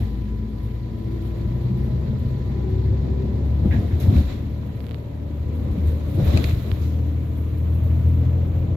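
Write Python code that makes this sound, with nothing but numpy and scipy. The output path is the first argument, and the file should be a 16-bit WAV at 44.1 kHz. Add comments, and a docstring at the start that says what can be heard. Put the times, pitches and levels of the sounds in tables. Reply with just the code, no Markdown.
"""Inside a bus that speeds up along a country road. From the start a six-cylinder diesel drones in harmonics of its
firing rate, gears hum with it, a steady whine sits near 1 kHz, and shaped noise gives road rumble, rattle and hiss.
Soft noise scuffs pass; then two rough patches bring sagging sine thuds, a booming body and clattering fittings,
with dry filtered ticks and modal knocks in and between them. Two microphones hear the bass alike, the treble apart."""
import sys
import numpy as np
from scipy import signal
from scipy.io import wavfile
from scipy.ndimage import uniform_filter1d

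SR = 44100
rng = np.random.default_rng(int(sys.argv[2]) if len(sys.argv) > 2 else 0)


def unload_audio(sound):
    """Save the sound as a 16-bit wav file, at the path given as the first command line argument."""
    columns = np.transpose(np.atleast_2d(sound))
    # keep every value between -1 and 1, then stretch to whole-number steps
    steps = np.round(np.clip(columns, -1, 1) * 32767)
    wavfile.write(sys.argv[1], SR, steps.astype(np.int16))


N = 386316
TIME = np.arange(N) / SR
COARSE_STEP = 16  # low tones need few samples
COARSE = np.arange(N // COARSE_STEP + 40) * COARSE_STEP / SR

# engine speed and load, the firing tone being the measure of load: (time [s], firing rate [Hz], firing tone [dB])
ENGINE = [(0.0, 56.6, -25.5), (0.65, 57.3, -29.5), (0.96, 58.65, -32.5), (1.4, 60.7, -27),
          (1.9, 63.46, -30), (2.25, 64.36, -34.5), (2.7, 66.98, -23.5), (3.0, 68.15, -26.5),
          (3.5, 70.31, -23), (4.1, 72.37, -31), (4.5, 75, -26), (4.85, 75.15, -35.5), (5.5, 76.35, -27.5),
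          (5.9, 76.85, -22), (6.5, 78.9, -29.5), (6.9, 79.27, -23), (7.38, 79.67, -26), (7.7, 80.58, -22),
          (8.32, 83.89, -19), (8.76, 86.8, -24)]
# likeness of the sound at the two microphones: (frequency [Hz], correlation [1])
LIKENESS = [(60, .99), (130, .975), (290, .8), (640, .15), (1410, 0), (15000, 0)]
# balance of the two microphones: (frequency [Hz], left over right [dB])
BALANCE = [(30, 3), (170, 1.3), (330, 5), (600, 0), (1200, -1), (2700, -1.5), (3500, -8.5), (4200, -11),
           (5200, -1.5), (6400, 4.5), (9800, 2), (13000, -9.5)]
LAG_S = 0.00012  # the bass reaches the left microphone later
BOOM_T60_S, RATTLE_T60_S, HISS_T60_S = 0.3, 0.52, 0.7  # decay after each jolt


def amp(db):
    """Decibels to amplitude ratio."""
    return 10 ** (np.asarray(db) / 20)


def evened(x):
    """Normalisation to unit effective (RMS) value."""
    return x / np.sqrt(np.mean(x ** 2) + 1e-20)


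def read(points, hz):
    """Interpolation along a logarithmic frequency axis."""
    f, value = np.transpose(points)
    return np.interp(np.log(hz + 1), np.log(f + 1), value)


def curves(rows, t=TIME):
    """Linear interpolation of each column in time."""
    s, *columns = np.transpose(rows)
    return [np.interp(t, s, c) for c in columns]


def sides(db):
    """Level difference between the sides of a stereo pair, half to each."""
    return amp(np.array([[0.5], [-0.5]]) * db)


def add(mix, s, sound):
    """Superposition of a short sound on the mix at a given time."""
    part = mix[:, round(s * SR):][:, :sound.shape[1]]
    part += sound[:, :part.shape[1]]


def band(x, low_hz, high_hz):
    """Band-pass filtering by a Butterworth network."""
    edges = np.clip([low_hz, high_hz], 100, 20000)
    return signal.sosfilt(signal.butter(4, edges, "band", fs=SR, output="sos"), x)


def drift(per_s):
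    """Slow random modulation: normal values joined by straight lines."""
    return np.interp(COARSE * per_s, np.arange(400), rng.standard_normal(400))


def tone(hz, db, waver, locked=False):
    """Phase-modulated sine; as likeness falls with frequency, the microphones differ more in phase."""
    start = rng.random() * (not locked)  # [cycles]
    phase = 2 * np.pi * (np.cumsum(hz) * COARSE[1] + start) + waver * drift(6.0)
    same = np.clip(read(LIKENESS, hz), -1, 1)
    apart = np.arccos(same) * rng.uniform(-1.3, 1) + 2 * np.pi * LAG_S * hz * same
    return np.sqrt(2) * amp(db) * sides(read(BALANCE, hz)) * np.sin([phase, phase + apart])


def noise(spectra, size, patchy_db, flicker_db):
    """Short-time synthesis of partly coherent stereo noise; its colour follows the engine speed."""
    frames, hz = N // (size // 4) + 5, np.fft.rfftfreq(size, 1 / SR)
    a, b, c, d, patches = rng.standard_normal((frames, len(hz), 5)).T
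    patches = uniform_filter1d(patches, size=8, axis=0)  # along frequency
    patches = evened(uniform_filter1d(patches, size=12, axis=1))  # along time
    flicker = evened(uniform_filter1d(rng.standard_normal(frames), size=5))

    same = np.clip(read(LIKENESS, hz), -1, 1)[:, None]
    left = a + 1j * b
    right = same * left + np.sqrt(1 - same ** 2) * (c + 1j * d)
    right = right * np.exp(2j * np.pi * LAG_S * hz[:, None] * same)

    firing_hz = curves(ENGINE, np.arange(frames) * size / 4 / SR)[0]
    fast = np.clip((firing_hz - 68.0) / 13.0, 0, 1)
    slow_db = np.outer(read(spectra[0], hz), 1 - fast)
    fast_db = np.outer(read(spectra[-1], hz), fast)
    colour = amp(slow_db + fast_db)
    colour /= np.linalg.norm(colour, axis=0)

    z = np.array([left, right]) * colour * amp(patchy_db * patches + flicker_db * flicker)
    z *= amp(np.multiply.outer([0.5, -0.5], read(BALANCE, hz)))[:, :, None]
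    return evened(signal.istft(z, nperseg=size, noverlap=3 * size // 4)[1][:, :N])


def engine_state():
    """Firing rate, firing level and the swell of the load about its mean."""
    hz, firing_db = curves(ENGINE, COARSE)
    return hz, firing_db, firing_db - np.mean(firing_db)


def multiples(rows, drift_db, drift_per_s, waver):
    """Tones locked in ratio to the firing rate, weighted by the transfer response of the cabin."""
    # how the cabin favours or swallows tones: (frequency [Hz], gain [dB])
    cabin_gain = [(85, -8), (95, -6.5), (103, -2), (112, -7.5), (124, 3.5), (135, -4), (150, -11),
                  (170, -9.5), (215, 5), (240, -9.5), (260, -0.5), (275, -11.5), (292, -2.5), (320, -11),
                  (331, 6.5), (342, 0), (353, -1), (362, -20), (372, 6.5), (384, 6.5), (392, -4.5),
                  (403, -37), (440, -9), (480, -9.5), (520, -5), (570, 0.5), (620, -16)]
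    hz, _, swell_db = engine_state()
    total = 0
    for k, db, share in rows:
        level_db = db + read(cabin_gain, k * hz) + share * swell_db + drift_db * drift(drift_per_s)
        total = total + tone(k * hz, level_db, waver=waver)
    return total


def firing():
    """Periodic combustion: a fundamental at the firing rate, with tones at higher multiples."""
    # (multiple of the firing rate [1], level before cabin gain [dB], share of the load swell [1])
    orders = [(1.5, -29.5, 0.2), (2, -30, 0.3)]
    hz, firing_db, _ = engine_state()
    fundamental = tone(hz, firing_db + 1.5 * drift(6.0), waver=0.051, locked=True)  # no random start phase
    return fundamental + multiples(orders, drift_db=2.0, drift_per_s=3.5, waver=0.061)


def gears():
    """Gear hum: fixed ratios tie each tone to the firing rate, strong phase modulation roughens it."""
    # (multiple of the firing rate [1], level before cabin gain [dB], share of the load swell [1])
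    hums = [(3.77, -41, 0.3), (5.57, -43.5, 0.21), (7.55, -55, 0.18)]
    return multiples(hums, drift_db=2.05, drift_per_s=7.0, waver=0.88)


def uneven_cylinders():
    """Subharmonic spacing: unequal cylinders give weak tones a sixth of the firing rate apart."""
    # mean level of these tones as the cabin passes them: (frequency [Hz], level [dB])
    uneven = [(30, -67.5), (60, -50.5), (90, -43), (115, -42), (135, -47.5), (165, -55), (190, -47),
              (220, -51.5), (250, -53.5), (285, -51.5), (330, -55.5), (400, -67.5), (480, -62),
              (600, -73.5), (800, -91)]
    hz, _, swell_db = engine_state()
    sixths = np.setdiff1d(np.arange(3, 54), [6, 9, 12])  # the strong tones stand in firing()
    return sum(tone(k * hz, read(uneven, k * hz) + 0.62 * swell_db + 2.0 * drift(2.5), waver=0.15)
               for k in sixths / 6)


def whine():
    """Narrow-band tone of steady pitch, perhaps a pump or fan, above a fuzzier one, mostly fainter."""
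    # (time [s], level [dB])
    whine_level = [(0.0, -58.5), (2.4, -57.5), (3.6, -59.5), (4.6, -63.5), (5.6, -63.5), (7.3, -65),
                   (7.7, -73), (8.1, -64.5), (8.76, -64)]
    whine_hz, under_hz, under_db = 997, 955, -68
    whine_db = curves(whine_level, COARSE)[0] + 0.8 * drift(15.0)
    thin = tone(whine_hz + 0 * COARSE, whine_db, waver=0.55)
    return thin + tone(under_hz + 0 * COARSE, under_db + 3.0 * drift(9.5), waver=1.5)


def jolted(column, t60):
    """Power summation of the jolts: each grows exponentially to its peak, then decays."""
    # wheels on rough ground, levels before later gains:
    # (time of peak [s], build-up [s], boom [dB], rattle [dB], hiss [dB])
    jolts = [(3.66, 0.04, -10, -59, -79), (3.741, 0.035, -9, -46, -63), (3.85, 0.34, -14.5, -56, -61.5),
             (3.94, 0.11, -18, -52, -64), (4.01, 0.015, -34, -44, -52), (4.101, 0.086, -8.5, -60, -61),
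             (4.18, 0.076, -6.5, -41.5, -53), (4.31, 0.072, -17.5, -44.5, -61),
             (5.75, 0.042, -39, -72, -70), (5.88, 0.036, -35, -52, -55), (6.1, 0.034, -35, -58, -58),
             (6.199, 0.021, -8, -47, -57), (6.28, 0.035, -9, -40.5, -49.5), (6.369, 0.08, -6.5, -37.5, -56),
             (6.49, 0.21, -14, -40.5, -49), (6.6, 0.029, -21, -49.5, -57), (6.68, 0.069, -14.5, -50.5, -60),
             (6.75, 0.14, -18.5, -51.5, -64), (6.83, 0.057, -28, -51, -56)]
    build_db = 9  # growth over one build-up time
    power = np.zeros(len(COARSE))
    for row in jolts:
        late = COARSE - row[0]
        shape_db = np.where(late < 0, build_db * late / row[1], -60 * late / t60)
        power += amp(row[column] + shape_db) ** 2
    return np.interp(TIME, COARSE, np.sqrt(power))


def rumble(level):
    """Structure-borne noise: tyres rumble through the floor, more so at each jolt."""
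    # spectra at low and at high speed: (frequency [Hz], relative density [dB per Hz])
    rumble_spectra = [
        [(12, -42), (20, -37.5), (59, 0), (109, 0.5), (163, -9.5), (225, -5), (270, -19.5), (335, -15),
         (401, -17), (812, -31.5), (1010, -36), (1080, -40), (1500, -44), (1950, -78.5), (3300, -120)],
        [(12, -46.5), (20, -35.5), (51, -5), (86, -2), (136, -10), (185, -16), (285, -12.5), (329, -21),
         (566, -23), (857, -34.5), (990, -36), (1500, -50), (1950, -69.5), (3300, -120)],
    ]
    level = np.hypot(level, amp(-10.5) * jolted(column=2, t60=BOOM_T60_S))
    return level * noise(rumble_spectra, size=4096, patchy_db=2.0, flicker_db=-0.58)


def rattle(level):
    """Contact noise of the fittings: a running chatter plus the shaking that jolts excite."""
    # spectra at low and at high speed: (frequency [Hz], relative density [dB per Hz])
    chatter_spectra = [
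        [(620, -36.5), (1050, 1.5), (1530, -8.5), (1780, 1), (2420, -5), (2700, -7.5), (3940, -7.5),
         (5020, -13), (6280, -18.5), (7250, -17.5), (8080, -28), (9000, -42.5), (11700, -56), (19800, -120)],
        [(620, -21.5), (1050, 5.5), (1550, -1), (2060, 0.5), (2250, 0.5), (2490, -1.5), (3090, -5),
         (4040, -8.5), (4880, -15.5), (6110, -15), (7320, -15.5), (9000, -38), (11700, -45.5), (19800, -120)],
    ]
    # spectrum under a jolt: (frequency [Hz], relative density [dB per Hz])
    shaken_spectrum = [(620, -20.5), (1050, 2.5), (1500, -1), (2100, 1), (2700, -6.5), (3200, -3.5),
                       (3900, 0), (4450, -8.5), (4900, -9.5), (6200, -13.5), (7300, -13), (8300, -31),
                       (11700, -46), (19800, -120)]
    chatter = noise(chatter_spectra, size=256, patchy_db=1.2, flicker_db=0.7)
    shaken = noise([shaken_spectrum], size=256, patchy_db=1.2, flicker_db=0.0)
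    return level * chatter + jolted(column=3, t60=RATTLE_T60_S) * shaken


def hiss(level):
    """Broadband air noise at the window, amplitude-modulated by random puffs and raised by jolts."""
    # spectra at low and at high speed: (frequency [Hz], relative density [dB per Hz])
    hiss_spectra = [
        [(4710, -26.5), (8000, -6), (9490, -4), (10200, -2.5), (11100, 4), (11800, 5.5), (13700, 2),
         (16000, -26)],
        [(4710, -29.5), (8000, -4), (8360, -10.5), (8850, -6), (10000, -1.5), (13300, 4.5), (15100, 3.5),
         (16000, -12.5)],
    ]
    puffs_per_s, puff_db, puff_s = 6.3, 7, 0.04  # mean rate, largest single jump, time constant
    jumps = (rng.random(N) < puffs_per_s / SR) * rng.random(N)
    puffs = signal.oaconvolve(jumps, np.exp(-TIME[:9000] / puff_s))[:N]
    level = np.hypot(level * amp(puff_db * puffs), jolted(column=4, t60=HISS_T60_S))
    return level * noise(hiss_spectra, size=256, patchy_db=1.5, flicker_db=0.25)


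def road():
    """Superposition of the three broadband noises of travel."""
    # levels on even road: (time [s], rumble [dB], rattle of fittings [dB], window hiss before puffs [dB])
    even_road = [(0.0, -24.5, -48, -57), (0.12, -30.5, -53.5, -65.5), (0.48, -31, -56, -70),
                 (0.66, -30, -54.5, -64), (0.83, -31.5, -56, -69.5), (1.22, -26, -53, -66),
                 (2.0, -26.5, -52.5, -67.5), (3.3, -25, -52.5, -70), (4.5, -30, -53.5, -66.5),
                 (5.2, -31.5, -56, -69), (5.8, -26, -51, -64), (7.05, -31, -52, -62.5),
                 (7.56, -30.5, -53, -62), (8.0, -28, -50.5, -60.5), (8.76, -26.5, -53, -68.5)]
    rumble_level, rattle_level, hiss_level = amp(curves(even_road))
    return rumble(rumble_level) + rattle(rattle_level) + hiss(hiss_level)


def scuff(db, hz, width, rise, t60, pan_db):
    """Band-limited noise around one centre, with a linear rise and exponential decay."""
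    t = np.arange(SR // 3) / SR
    puff = band(rng.standard_normal((len(t), 2)).T, hz - width / 2, hz + width / 2)
    return amp(db - 60 * t / t60) * sides(pan_db) * evened(puff) * np.minimum(t / rise, 1)


def thud(db, hz, t60):
    """Damped oscillation from a wheel striking an edge: a low push that sags in pitch as it decays."""
    t = np.arange(9000) / SR
    swing = np.sin(2 * np.pi * hz * t * (1 - 0.5 * t))
    push = amp(db - 60 * t / t60) * swing * np.minimum(t / 0.00404, 1)
    return sides(1.8) * push


def body():
    """Forced vibration: the body booms over rough ground, its swings held fairly even."""
    # (frequency [Hz], relative density [dB per Hz])
    boom_spectrum = [(15, -44), (25, -20), (61, -2), (81, 5.5), (139, -10.5), (261, -8.5), (311, -26.5),
                     (343, -10.5), (470, -34.5), (650, -57), (1100, -120)]
    boom = noise([boom_spectrum], size=4096, patchy_db=3.0, flicker_db=-4.5)
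    swing = np.sqrt(uniform_filter1d((boom ** 2).mean(0), size=1200) + 0.074)
    return amp(-15) * jolted(column=2, t60=BOOM_T60_S) * boom / swing


def fitting(treble_db):
    """Modal impulse response of a loose fitting, tilted in dB per octave above 2600 Hz."""
    # (frequency [Hz], level before tilt [dB], decay time t60 [s])
    modes = [(2120, -15, 0.013), (2550, 6, 0.0046), (3000, -12, 0.0048), (4100, 1.5, 0.0062),
             (4500, -10, 0.0074), (5760, -5.5, 0.0066), (7200, -5, 0.0072), (10100, 0, 0.0024),
             (12900, -7, .003)]
    t = np.arange(1500) / SR
    ring = 0
    for hz, mode_db, t60 in modes:
        tilt_db = treble_db * max(np.log2(hz / 2600), 0)
        ring = ring + amp(mode_db + tilt_db - 60 * t / t60) * np.sin(2 * np.pi * hz * t)
    return ring[None] * np.minimum(t / 0.00035, 1)


def clatter():
    """Random impulses excite the fitting's modes, left or right, following the shaking but weaker."""
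    taps_per_s, spread_db = 250, -2.5  # mean rate on each side, scale of the random weakening
    taps = rng.random((2, N)) < taps_per_s / SR
    taps = taps * amp(spread_db * np.minimum(rng.exponential(1, (2, N)), 3))
    rings = signal.oaconvolve(taps, fitting(treble_db=-6.0), axes=1)[:, :N]
    return amp(-9.5) * jolted(column=3, t60=RATTLE_T60_S) * evened(rings)


def tick(db, top_hz, treble_db, pan_db):
    """Filtered unit impulse: a broad dull part and a weaker bright edge."""
    snap = signal.unit_impulse(400)
    dull = band(band(snap, 400, top_hz), 300, top_hz * 1.15)
    bright = band(snap, 5000, 15800)
    click = dull / abs(dull).max() + amp(treble_db) * bright / abs(bright).max()
    return amp(db) * sides(pan_db) * click


def knock(db, treble_db, blow_t60, pan_db):
    """Convolution of an uneven, decaying blow with the modes of the fitting."""
    t = np.arange(800) / SR
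    blow = (t == 0) + 0.3 * rng.standard_normal((2, len(t))) * amp(-60 * t / blow_t60)
    ring = signal.fftconvolve(blow, fitting(treble_db), axes=1)
    return amp(db) * sides(pan_db) * ring / abs(ring).max()


def scene():
    """Linear superposition of the lasting sounds and the timed events."""
    # (time [s], level before rise and decay [dB], centre [Hz], width [Hz], rise [s], t60 [s], left-right [dB])
    scuffs = [(0.632, -62, 11300, 3500, .002, .15, -5), (1.252, -63, 11660, 3000, .002, .2, -5),
              (3.708, -36, 2070, 1100, 0.004, 0.23, -4), (3.715, -35.5, 1750, 300, 0.008, 0.23, -2),
              (3.76, -37, 1950, 600, .004, 0.05, -1), (3.905, -42.5, 1850, 900, .01, 0.18, 0),
              (4.0, -44.5, 12300, 4000, .001, .2, 0), (4.0, -48, 4500, 5000, .001, 0.37, 5),
              (5.87, -53, 9000, 6000, 0.0011, .12, 0), (6.077, -60, 11050, 8000, .001, .15, 0),
              (6.242, -45, 13000, 4007, .006, 0.18, -4), (6.81, -55, 4944, 4500, .004, 1, 0)]
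    # wheel on an edge: (time [s], level before rise and decay [dB], initial pitch [Hz], t60 [s])
    thuds = [(3.628, -12, 95, .07), (3.654, -5.5, 205, 0.067), (3.676, -10.5, 90.6, 0.38),
             (3.742, -13, 88.6, 0.1), (3.786, -3.5, 95, 0.075), (3.829, -12, 86.4, 0.24),
             (3.928, -8.5, 89.45, 0.2), (4.036, -6, 100, 0.1), (4.08, -1.5, 97, 0.09),
             (4.124, -10, 148, .06), (4.154, -2, 168, 0.04), (4.16, -5.5, 79.1, 0.29),
             (4.206, -9.5, 224, 0.034), (4.27, -14, 73.5, 0.16), (5.778, -8, 189, 0.047),
             (5.856, -11.5, 83, 0.21), (6.175, -18, 345, 0.095), (6.148, -10.5, 100, 0.19),
             (6.188, -7, 95, 0.066), (6.224, 0, 92.5, 0.047), (6.266, -6.5, 81, 0.25),
             (6.336, -8.5, 268, 0.043), (6.345, -4.5, 87, .11), (6.446, -9, 94, 0.061),
             (6.532, -2.5, 84.5, 0.047), (6.57, -5.5, 89, 0.05), (6.672, -15, 91, 0.053),
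             (6.72, -8, 84.5, 0.19), (6.812, -10.5, 91.96, 0.076)]
    # dry and close: (time [s], dull peak [dB], top of dull part [Hz], treble over dull [dB], left-right [dB])
    ticks = [(4.0005, -42, 7000, -3, 0), (4.6322, -42, 1500, -25, -15), (4.805, -38, 4500, -26, -21),
             (4.8427, -39, 3992, -13, -17), (4.867, -37.5, 4600, -7, -21), (4.8854, -40, 4500, -12, -6.5),
             (4.893, -36, 4000, -14, -16), (4.9109, -36, 4000, -12, -24), (4.9172, -35, 4500, -30, -9),
             (4.9449, -33.5, 4400, -14, -22), (6.7159, -26, 4160, -45, -22)]
    # (time [s], peak before panning [dB], treble tilt [dB per octave], t60 of the blow [s], left-right [dB])
    knocks = [(4.1659, -34, -10, .015, 9), (6.3733, -17, -2.5, 0.016, 7), (6.4412, -17.5, -4.5, 0.02, -0.5),
              (6.4945, -30, -1, .01, 6), (6.5085, -26.5, -13, 0.021, 4)]
    tones = firing() + gears() + uneven_cylinders() + whine()
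    tones = signal.resample_poly(tones, COARSE_STEP, 1, axis=1, padtype="edge")[:, :N]
    cabin = tones + road() + body() + clatter()
    for table, sound in [(scuffs, scuff), (thuds, thud), (ticks, tick), (knocks, knock)]:
        for s, *row in table:
            add(cabin, s, sound(*row))
    return cabin


def record(dry):
    """Microphone high-pass, soft saturation of strong swings and a linear-phase band limit."""
    ceiling, edge_hz = 0.75, 15870  # limit of the saturation [full scale], band edge
    eased = dry * np.minimum(np.minimum(TIME, TIME[::-1]) * 200, 1)  # 5 ms at both ends
    thinned = signal.sosfilt(signal.butter(2, 40.0, "high", fs=SR, output="sos"), eased)
    squashed = thinned / (1 + (thinned / ceiling) ** 4) ** 0.25
    low_pass = signal.firwin(1023, edge_hz, window=("kaiser", 9), fs=SR)
    return signal.oaconvolve(squashed, low_pass[None], "same")


dry = scene()
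out = record(dry)
unload_audio(out)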